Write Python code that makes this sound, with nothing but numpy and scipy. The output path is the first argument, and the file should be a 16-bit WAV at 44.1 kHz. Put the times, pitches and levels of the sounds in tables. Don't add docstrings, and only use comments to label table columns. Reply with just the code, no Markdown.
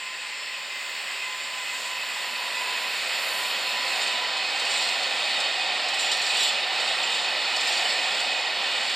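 import sys
import numpy as np
from scipy import signal
from scipy.fft import rfft, irfft, next_fast_len
from scipy.io import wavfile
from scipy.ndimage import uniform_filter1d, map_coordinates

SR = 44100
rng = np.random.default_rng(int(sys.argv[2]) if len(sys.argv) > 2 else 0)


def transcribe(signal):
    frames = np.atleast_2d(signal).T
    limited = np.clip(frames, -1, 1)
    pcm = np.round(limited * 32767).astype(np.int16)
    wavfile.write(sys.argv[1], SR, pcm)


def ratio(d):
    e = np.asarray(d, float) / 20
    return 10 ** e


N = 394694

# time in seconds, level in dB under its full level.
APPROACH = [(0, -7.5), (.5, -6.5), (1.5, -4.8), (2.45, -2.5), (3.85, -.5), (5.2, -0.23), (5.8, -0.16),
            (7.4, 0), (8.95, 0)]
# time in seconds, pitch ratio.
DOPPLER = [(0, 1.01), (4, 1.0), (8.95, .988)]
# time in seconds, strength, half length in seconds.
BOGIES = [
    (4.0, 0.52, 0.14),
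    (4.78, 1.2, 0.22),
    (5.25, 0.65, 0.24),
    (6.0, 0.66, 0.1),
    (6.3, 1.15, 0.2),
    (6.85, 0.45, .12),
    (7.15, .5, 0.11),
    (7.75, 0.88, 0.31),
    (8.2, 0.38, 0.15),
    (8.95, 0.41, .2),
]
# frequency in Hz, level in dB per Hz.
RAIL_FAR = [(59, -74), (100, -29), (292, -18.5), (351, -24.5), (383, -15), (461, -16.5), (528, -9.5),
            (896, -12.5), (1000, -3), (1090, -8.5), (1900, -9), (2470, -48), (4180, -120)]
RAIL_NEAR = [(59, -74), (100, -32.5), (212, -18.5), (285, -18.5), (383, -13), (444, -12.5), (515, -7),
             (736, -2.5), (1220, -8.5), (1350, -5.5), (1660, -13.5), (1790, -3.5), (1900, -3), (2470, -27),
             (4180, -120)]
# frequency in Hz, level in dB per Hz.
WHEEL_FAR = [(940, -40), (1600, -16), (1940, -6.5), (1980, -8), (2110, -6), (2270, -11.5), (2490, -4),
             (3010, -10), (3980, -14), (4340, -12.5), (5150, -15), (6020, -33.5), (6300, -61), (8190, -60),
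             (13900, -120)]
WHEEL_NEAR = [(940, -38), (1600, -7), (1680, -13), (1800, -4), (2140, -2.5), (2470, 0.5), (2670, 1),
              (2890, 1), (3220, -1), (3740, 0.5), (3940, -1.5), (4340, -1), (5210, -7), (5910, -23.5),
              (6300, -19), (8190, -43), (13900, -120)]
# frequency in Hz, level in dB per Hz.
HISS_FAR = [(3410, -38), (5800, -12), (6190, -17), (6980, -1.5), (7220, 0.5), (7580, 1.5), (8570, -7),
            (9560, -21), (10800, -31), (14000, -50), (22000, -120)]
HISS_NEAR = [(3410, -21), (5800, -7.5), (6140, -15.5), (7090, 1.5), (7540, 2.5), (8840, -6), (10100, -26.5),
             (10800, -22), (14000, -50), (22000, -120)]
# time in seconds, lift in dB, half length
# in seconds.
HISS_SWELL = [
    (1.75, 3, .45),
]
# frequency in Hz, spread between wheels in Hz, line width in Hz,
# level in dB against the wheel rush.
DISC_NOTES = [(831, 30, 20, -27), (1827, 25, 25, -24), (2003, 40, 25, -23), (2543, 38, 20, -17),
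              (3045, 60, 30, -21), (3710, 24, 28, -21), (4260, 35, 25, -22), (4485, 30, 25, -21.5),
              (5200, 33, 30, -35)]
# time in seconds, length in seconds, frequency in Hz, level in dB.
SINGING_WHEELS = [(0.068, 0.15, 2590, -42), (0.41, 0.13, 4284, -45), (0.42, 0.22, 5290, -49),
                  (2.42, .08, 1920, -43), (2.53, 0.11, 3717, -41), (2.6, .09, 2500, -35),
                  (2.63, .08, 2650, -39), (2.76, .08, 2535, -37), (2.69, .05, 1920, -43),
                  (2.9, .07, 2500, -38), (3.55, .08, 2520, -40), (3.76, .07, 2906, -42),
                  (4.52, .08, 3746, -41), (5.46, .08, 4457, -38), (5.62, .08, 2490, -38),
                  (7.41, .07, 2605, -41), (7.41, .07, 3703, -42), (3.79, 0.42, 4248, -37.5),
                  (3.96, 0.24, 2552, -38), (4.03, 0.44, 3718, -36), (4.398, 0.23, 4308, -37),
                  (4.468, 0.34, 2536, -32), (5.02, 0.18, 2549, -39), (5.32, 0.8, 3720, -40),
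                  (5.4, 0.73, 2495, -38), (5.987, 0.19, 2550, -37), (6.34, 0.14, 2511, -37),
                  (6.847, 0.3, 3720, -33), (7.76, 0.33, 2510, -43), (8.06, 0.11, 2490, -36),
                  (8.39, 0.15, 2490, -36), (8.92, 0.09, 1966, -46)]
# time in seconds, level in dB, half length in seconds.
RAIL_BOUNCE = [
    (4.5, -49, .4),
    (5.0, -46, .1),
    (5.75, -44, 0.37),
    (6.3, -45.5, .12),
    (6.9, -48, .3),
    (7.8, -43, 0.18),
    (8.3, -42, 0.24),
]
# time in seconds, level in dB, half length in seconds.
WHINE = [(.05, -50, .15), (.55, -56, .25), (1.317, -44, 0.095), (1.574, -46, 0.063), (1.85, -49, 0.27),
         (2.4, -45, 0.15), (2.717, -40, .14), (2.92, -49, .07), (3.45, -40, 0.094), (3.774, -42, .12),
         (4.222, -46, 0.092), (4.2, -47, 0.55), (4.95, -45, .06)]
# time in seconds, level in dB, half length in seconds.
OCTAVE = [
    (.78, -46, 0.13),
    (1.28, -46, 0.11),
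    (1.68, -46, .1),
    (2.0, -49, .1),
    (2.5, -48, 0.29),
    (3.3, -50, .15),
]
# time in seconds, level in dB, half length in seconds.
GEARBOX = [
    (2.0, -49.5, 0.39),
    (2.682, -44, .28),
]
# time in seconds, level in dB, fall in seconds.
BLOWS = [(4.012, -35, .078), (4.368, -34, .044), (4.697, -31, .16), (4.82, -29.5, .05), (5.988, -30, 0.22),
         (6.114, -24.5, .049), (6.216, -29, .046), (6.392, -27.5, 0.07), (6.43, -26.5, .079),
         (6.474, -30, .05), (6.801, -34, .079), (7.146, -30.5, .074), (7.67, -28, 0.072), (7.771, -29, .04)]
# time in seconds, level in dB.
TICKS = [(3.956, -33.5), (4.072, -32), (4.556, -37), (4.596, -30), (4.65, -32), (4.773, -33), (4.888, -32),
         (4.93, -34), (5.03, -33), (5.402, -28), (5.885, -29), (5.942, -30), (6.045, -33), (6.167, -31),
         (6.264, -29), (6.305, -32), (6.345, -33), (6.369, -25.5), (6.891, -35), (7.03, -34), (7.119, -33),
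         (7.563, -27), (7.607, -28), (7.725, -29), (7.85, -34), (7.9, -34), (8.148, -35), (8.2, -31),
         (8.897, -33)]
# frequency in Hz, width in Hz, level in dB.
GEAR = [(3080, 56, -0.5), (3495, 64, 5), (3900, 30, 2), (4330, 55, 2.5), (4740, 31, -2), (5200, 66, -9),
        (6760, 50, -20), (7400, 50, -3), (7700, 40, -5), (7900, 23, -16), (8330, 45, -17), (8900, 45, -7),
        (9580, 23, -19), (10930, 35, -28), (11990, 45, -29), (12900, 40, -30), (13270, 35, -28)]
# frequency in Hz, level in dB.
CRACK = [(800, -50), (1600, -28), (3000, 2.5), (4500, 5), (5300, 2), (6100, -13.5), (7400, 2.5),
         (8600, -6.5), (10300, -27), (13000, -26), (14500, -34), (15800, -44)]
# frequency in Hz, level in dB.
STRIKE = [(1500, -40), (3000, -4), (5200, 0), (6100, -10), (7400, 2), (9000, -9), (10300, -27),
          (13000, -24), (15800, -35)]
# time in seconds, frequency in Hz, level in dB, length
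# in seconds.
PINGS = [(4.016, 7120, -41, .04), (4.017, 8153, -42, .049), (4.705, 8326, -42, .11), (4.7, 5630, -47, .14),
         (4.75, 7838, -44, .04), (4.773, 7321, -36, .03), (4.82, 4160, -36, .097), (5.408, 3703, -36, .027),
         (6.045, 6870, -40, .03), (6.115, 7400, -38, .028), (6.207, 5733, -52, .22),
         (6.222, 7770, -44, .09), (6.345, 3080, -39, .15), (6.348, 3490, -33, 0.13), (7.03, 7300, -38, .03),
         (7.447, 4465, -34, .05), (7.54, 2950, -28, .018), (7.562, 5200, -39, 0.09),
         (7.605, 7400, -37, .023), (7.669, 5100, -34, .02), (7.674, 13235, -56, .045),
         (7.68, 7250, -48, .042), (7.692, 5660, -43, .07), (7.768, 4690, -29, .022),
         (7.85, 3000, -28, .025), (7.89, 5134, -37, .05), (7.915, 7850, -45, .055),
         (4.698, 7260, -41, .08), (4.698, 8555, -50, .035), (4.72, 4048, -39, .025),
          (4.735, 3460, -36, .035), (4.735, 6258, -53, .04), (4.803, 12000, -63, .06),
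          (4.825, 5627, -48, .04), (5.015, 4608, -41, .025), (5.108, 3402, -38, .03),
          (5.99, 8900, -52, .03), (5.994, 3488, -37, .025), (5.998, 11943, -64, .07),
          (6.085, 3919, -36, .025), (6.112, 5627, -44, .09), (6.114, 12000, -57, .02),
          (6.114, 8900, -50, .035), (6.115, 8383, -46, .05), (6.115, 3488, -35, .035),
          (6.116, 4400, -35, .035), (6.217, 4177, -37, .025), (6.217, 8555, -49, .06),
          (6.219, 8326, -49, .04), (6.265, 4651, -42, .03), (6.285, 7751, -42, .03),
          (6.315, 8326, -46, .04), (6.35, 5627, -46, .06), (6.352, 4608, -36, .09),
          (6.362, 2928, -34, .035), (6.4, 4823, -41, .03), (6.405, 10508, -63, .07),
          (6.405, 12116, -58, .07), (6.44, 3057, -31, .045), (6.89, 3370, -37, .035),
          (7.548, 4460, -38, .025), (7.59, 3359, -40, .04), (7.612, 13551, -65, .09),
          (7.678, 3789, -34, .04), (7.682, 9244, -57, .04), (7.695, 5189, -44, .04),
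          (7.718, 4220, -35, .035), (7.72, 6660, -48, .045), (7.737, 6144, -53, .045),
          (7.798, 6660, -48, .03), (7.892, 3488, -35, .045), (7.89, 4435, -38, .03), (7.9, 3680, -41, .05),
          (7.91, 3186, -40, .04), (8.845, 8842, -50, .03)]
# frequency in Hz, level in dB,
# length in seconds.
BRAKE_ROD = [(3900, -43, .06), (5615, -50, .2), (5733, -48, .24), (7300, -36, 0.092), (7755, -41, .04),
             (8469, -44, .027)]
BRAKE_BEAM = [(3880, -32, 0.08), (5180, -47, .08), (7330, -36, .1), (7720, -39, .09), (8450, -42, .047),
              (5610, -42, 0.059)]
BRAKE_BLOCK = [(2895, -32, 0.05), (4345, -31, .075), (9790, -57, .05), (10938, -59, .05), (13264, -53, .06)]
# frequency in Hz, level in dB per Hz.
AIR_FAR = [(5880, -39), (10000, -9), (11400, 3.5), (12900, 1), (14000, -6), (15100, -4), (15600, 2)]
AIR_NEAR = [(7500, -20), (9300, 7), (10300, -6.5), (11400, -4.5), (12800, 1.5), (13400, 1.5), (14600, -1),
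            (15600, -16)]
# time in seconds, lift in dB, half length in seconds.
PUFFS = [
    (.9, 3, .15),
    (3.27, 5, 0.087),
    (3.4, 6, .08),
    (3.5, 5, .04),
    (3.71, 4.5, 0.062),
    (6.43, 8, 0.056),
]
# frequency in Hz, level in dB.
SCATTER = [(200, -19), (700, -21), (1500, -35), (3000, -20), (4000, -25), (5200, -28), (6100, -2),
           (7000, -17), (8500, -14.5), (10000, -30), (12000, -14), (15000, -14)]
# frequency in Hz, left minus right in dB.
PORTS_DB = [(100, 1.5), (400, -1), (700, -2), (2200, -2), (2800, -3), (3700, 1), (5300, -1.2), (6100, -0.5),
            (6900, -0.5), (7900, -1.5), (8900, -3.5), (10000, 7.5), (15000, -2)]
# frequency in Hz, radians by which left leads.
PORTS_TURN = [(0, 0), (340, -0.22), (2580, 0.03), (3270, 0.37), (3880, -0.085), (5340, 0.2), (5770, -0.11),
              (6030, 0.3), (6370, 0.4), (7320, -0.24), (8530, 0.27), (9820, -0.052), (15300, 0.0)]
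# frequency in Hz, level in dB per Hz.
BREEZE = [(20, 0), (110, 0), (150, -8), (300, -50)]

RAIL_DB, WHEEL_DB, HISS_DB, AIR_DB = -33, -27, -45.5, -62.5
LOCO_S = 3.3
MOTOR_EARLY_HZ, MOTOR_LATER_HZ, FAN_RATIO = 1031, 1001, .53
TICK_FALL_S = .022


def unit(x):
    return x / np.sqrt(np.mean(x ** 2) + 1e-20)


def along(points, hz):
    f, v = np.transpose(points)
    return np.interp(np.log(hz + 1), np.log(f + 1), v)


def curve(rows):
    s, values = np.transpose(rows)
    return np.interp(np.arange(N) / SR, s, values)


def wobble(rate):
    knots = rng.standard_normal(int(N * rate / SR) + 4)
    return map_coordinates(knots, [np.arange(N) * rate / SR], order=1)


def swells(rows):
    time = np.arange(N) / SR
    return sum(height * np.exp(-((time - s) / half) ** 2) for s, height, half in rows)


def swells_db(rows):
    return swells([(s, ratio(db), half) for s, db, half in rows])


def filtered(x, response):
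    m = next_fast_len(x.shape[-1] + SR // 2)
    return irfft(rfft(x, m) * response(np.fft.rfftfreq(m, 1 / SR)), m)[..., :x.shape[-1]]


def fuzzy_line(phase, width):
    return wobble(width) * np.cos(phase) + wobble(width) * np.sin(phase)


def rush(far, near, share, patchy_db):
    z = signal.stft(rng.standard_normal(N), nperseg=512)[2]
    field = uniform_filter1d(rng.standard_normal(z.shape), 2, 0)
    field = unit(uniform_filter1d(field, 22, 1))
    noise = signal.istft(z * ratio(patchy_db * field), nperseg=512)[1][:N]
    a, b = (unit(filtered(noise, lambda hz: ratio(along(s, hz)))) for s in (far, near))
    return (1 - share) * a + share * b


def loco_closeness():
    ahead = np.arange(N) / SR - LOCO_S
    return np.exp(-(ahead / np.where(ahead < 0, 2.3, .76)) ** 2)


def rolling():
    time = np.arange(N) / SR
    close_db, rough = curve(APPROACH), swells(BOGIES)
    axles = wobble(6)

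    rail_db = RAIL_DB + 1.57 * close_db - 1.1 + .51 * axles
    rail_near = np.interp(time, [1.2, 5.6], [0, 1])
    rail = ratio(rail_db) * rush(RAIL_FAR, RAIL_NEAR, rail_near, patchy_db=.68)

    wheel_db = WHEEL_DB + close_db + 1.34 * rough
    wheel_near = np.interp(time, [.5, 4.5], [0, 1])
    wheel = ratio(wheel_db - 1.62 + .5 * axles) * rush(WHEEL_FAR, WHEEL_NEAR, wheel_near, patchy_db=1.03)

    hiss_db = HISS_DB + .3 * close_db + 4.5 * rough
    hiss_db += 3 * loco_closeness() ** .65 + swells(HISS_SWELL)
    hiss_db += .5 + 1.2 * axles + .73 * wobble(17)
    hiss_near = np.interp(time, [1, 2.4], [0, 1])
    hiss = ratio(hiss_db) * rush(HISS_FAR, HISS_NEAR, hiss_near, patchy_db=2.0)
    return rail + wheel + hiss + ratio(wheel_db) * discs(count=4)


def discs(count):
    time = np.cumsum(curve(DOPPLER)) / SR
    hidden_db = 2.5 * np.clip(-curve(APPROACH) / 5, 0, 1)
    out = np.zeros(N)
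    for hz, spread, width, db in DISC_NOTES:
        loss_db = hidden_db * max(hz / 1000 - 2.6, 0)
        for off in np.linspace(-1, 1, count):
            phase = 2 * np.pi * (hz + off * spread) * time
            out += ratio(db + 1.9 * wobble(4) - loss_db) * fuzzy_line(phase, width)
    return out


def singing():
    time = np.arange(N) / SR
    tremble = 2 * np.pi * np.cumsum(13 * wobble(50)) / SR
    flutter = ratio(2.4 * wobble(30))
    out = np.zeros(N)
    for s, length, hz, db in SINGING_WHEELS:
        at = slice(max(round((s - length) * SR), 0), round((s + length) * SR))
        swell = np.exp(-((time[at] - s) / (.47 * length)) ** 2)
        own_flutter = np.roll(flutter, round(hz) * 50)[at]
        tone = np.sin(2 * np.pi * hz * time[at] + tremble[at])
        out[at] += ratio(db + 1.0) * swell * tone * own_flutter
    return out


def rail_bounce():
    level = ratio(-50 + 3.2 * curve(APPROACH)) + swells_db(RAIL_BOUNCE)
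    phase = 2 * np.pi * 757 * np.arange(N) / SR
    return level * unit(fuzzy_line(phase, 110))


def whine():
    time = np.arange(N) / SR
    close = 1 / (1 + np.exp((time - 1.55) / .45 * 1.5))
    hz = MOTOR_LATER_HZ + (MOTOR_EARLY_HZ - MOTOR_LATER_HZ) * close
    hz -= 9 * np.maximum(time - LOCO_S, 0)
    phase = 2 * np.pi * np.cumsum(hz + 3.51 * wobble(20)) / SR
    heard = 1 / (1 + np.exp((time - 5.1) / .15))

    tone_level = ratio(-56) * heard + swells_db(WHINE)
    tone = tone_level * ratio(2.5 + 1.0 * wobble(14)) * np.sin(phase)
    octave_level = ratio(-52.5) * heard + swells_db(OCTAVE)
    octave = octave_level * ratio(3.5 + 1.9 * wobble(8.46)) * np.sin(2 * phase + 1.35 * wobble(45))

    fan_db = -52 + 1.3 * curve(APPROACH) - 25 * np.clip(time - 5.1, 0, 1)
    fan_tone = np.sin(2 * np.pi * FAN_RATIO * np.cumsum(hz) / SR)
    hum = ratio(fan_db - 2.0) * (1 + .6 * wobble(15)) * fan_tone
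    roar = swells_db(GEARBOX) * 2 * wobble(220) * np.sin(.97 * phase)
    return tone + octave + hum + roar


def gear_ring(f):
    total = 0
    for k, (centre, width, db) in enumerate(GEAR):
        drag = 1j * f * width
        total = total + (-1) ** k * ratio(db) * drag / (centre * centre - f * f + drag)
    return total


def rattles():
    t = np.arange(SR // 4) / SR
    chatter, strikes = np.zeros((2, N + SR))
    strike_shape = ratio(-9 * t / .004) * np.minimum(t / .001, 1) * (t < .03)
    for s, db, fall in BLOWS + [(s, db, TICK_FALL_S) for s, db in TICKS]:
        noise = rng.standard_normal(len(t))
        rise = .002 + .03 * fall
        burst = np.minimum(t / rise, ratio(-20 * (t - rise) / fall))
        start = round(s * SR)
        strikes[start:][:len(t)] += ratio(db + 7.5) * strike_shape * noise[::-1]
        chatter[start:][:len(t)] += ratio(db) * burst * noise
    ringing = filtered(chatter[:N], lambda hz: ratio(12.0) * gear_ring(hz) + ratio(2.5 + along(CRACK, hz)))
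    contacts = filtered(strikes[:N], lambda hz: ratio(along(STRIKE, hz)))
    return ringing + contacts + pings()


def pings():
    t = np.arange(SR // 2) / SR
    out = np.zeros(N + SR)
    tremble, flutter = .8 * wobble(45), ratio(2.5 * wobble(70))
    notes = PINGS
    for s, part in ((5.99, BRAKE_ROD), (6.4, BRAKE_BEAM), (6.428, BRAKE_BLOCK)):
        notes = notes + [(s, *mode) for mode in part]
    for s, hz, db, length in notes:
        turn, place = rng.random(2)
        first = int(place * (N - len(t)))
        shake = slice(first, first + len(t))
        shape = (1 - np.exp(-t / .0028)) * np.exp(-(t / length) ** 1.8) * flutter[shake]
        tone = np.sin(2 * np.pi * (hz * t + turn) + tremble[shake])
        out[round(s * SR):][:len(t)] += ratio(db + 3.5) * shape * tone
    return out[:N]


def air():
    db = AIR_DB + 9.5 * loco_closeness() + swells(PUFFS) + 5 * swells(BOGIES)
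    near = np.interp(np.arange(N) / SR, [.9, 2.6, 4, 4.8], [.1, 1, .81, .65])
    return ratio(db + 3.0 + 1.0 * wobble(8.3)) * rush(AIR_FAR, AIR_NEAR, near, patchy_db=-2.0)


def scene():
    body = rolling() + singing() + whine() + rattles() + rail_bounce()
    top = air()
    f, _, z = signal.stft(body + top, SR, nperseg=256)
    spin = np.exp(2j * np.pi * rng.random(z.shape)) * ratio(along(SCATTER, f) + 3.5)[:, None]
    scattered = signal.istft(z * spin, SR, nperseg=256)[1][:N]
    drift = ratio(.37 * (-1.2 - .4 * curve(APPROACH)))
    return np.array([body * drift + top + scattered, body / drift + top - scattered])


def top_dropouts(x):
    time = np.arange(N) / SR
    rough = swells(BOGIES)
    need = np.where(time < 4.02, 0, wobble(24) - 1.3 * rough + .5)
    for edge_hz, limit in ((15050, -.1), (15400, -.6), (14650, .9)):
        lost = uniform_filter1d(1. * (time > 3.28) * (need > limit), size=600)
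        x = x - lost * filtered(x, lambda hz: hz > edge_hz)
    hole = uniform_filter1d(1. * (time > 4.02) * (wobble(30) + .6 * rough > 1.4), size=300)
    return x - hole * filtered(x, lambda hz: (hz > 9850) & (hz < 10600))


def breeze():
    noise = filtered(rng.standard_normal((2, N)), lambda hz: ratio(along(BREEZE, hz)))
    own = np.array([wobble(9), wobble(9)])
    return ratio(-81.5 + np.linspace(-5, 2, N) + 4 * wobble(8) + 3 * own) * unit(noise)


def band_limit(x):
    return signal.sosfilt(signal.butter(12, 15790, fs=SR, output="sos"), x)


def record(dry):
    side = np.array([[.5], [-.5]])

    def port(hz):
        bass_cut = 1 / (1 + (142 / (hz + 1)) ** 8)
        return ratio(side * along(PORTS_DB, hz)) * bass_cut * np.exp(1j * side * along(PORTS_TURN, hz))

    mix = top_dropouts(filtered(dry, port)) + breeze()
    return band_limit(mix)


dry = scene()
out = record(dry)
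transcribe(out)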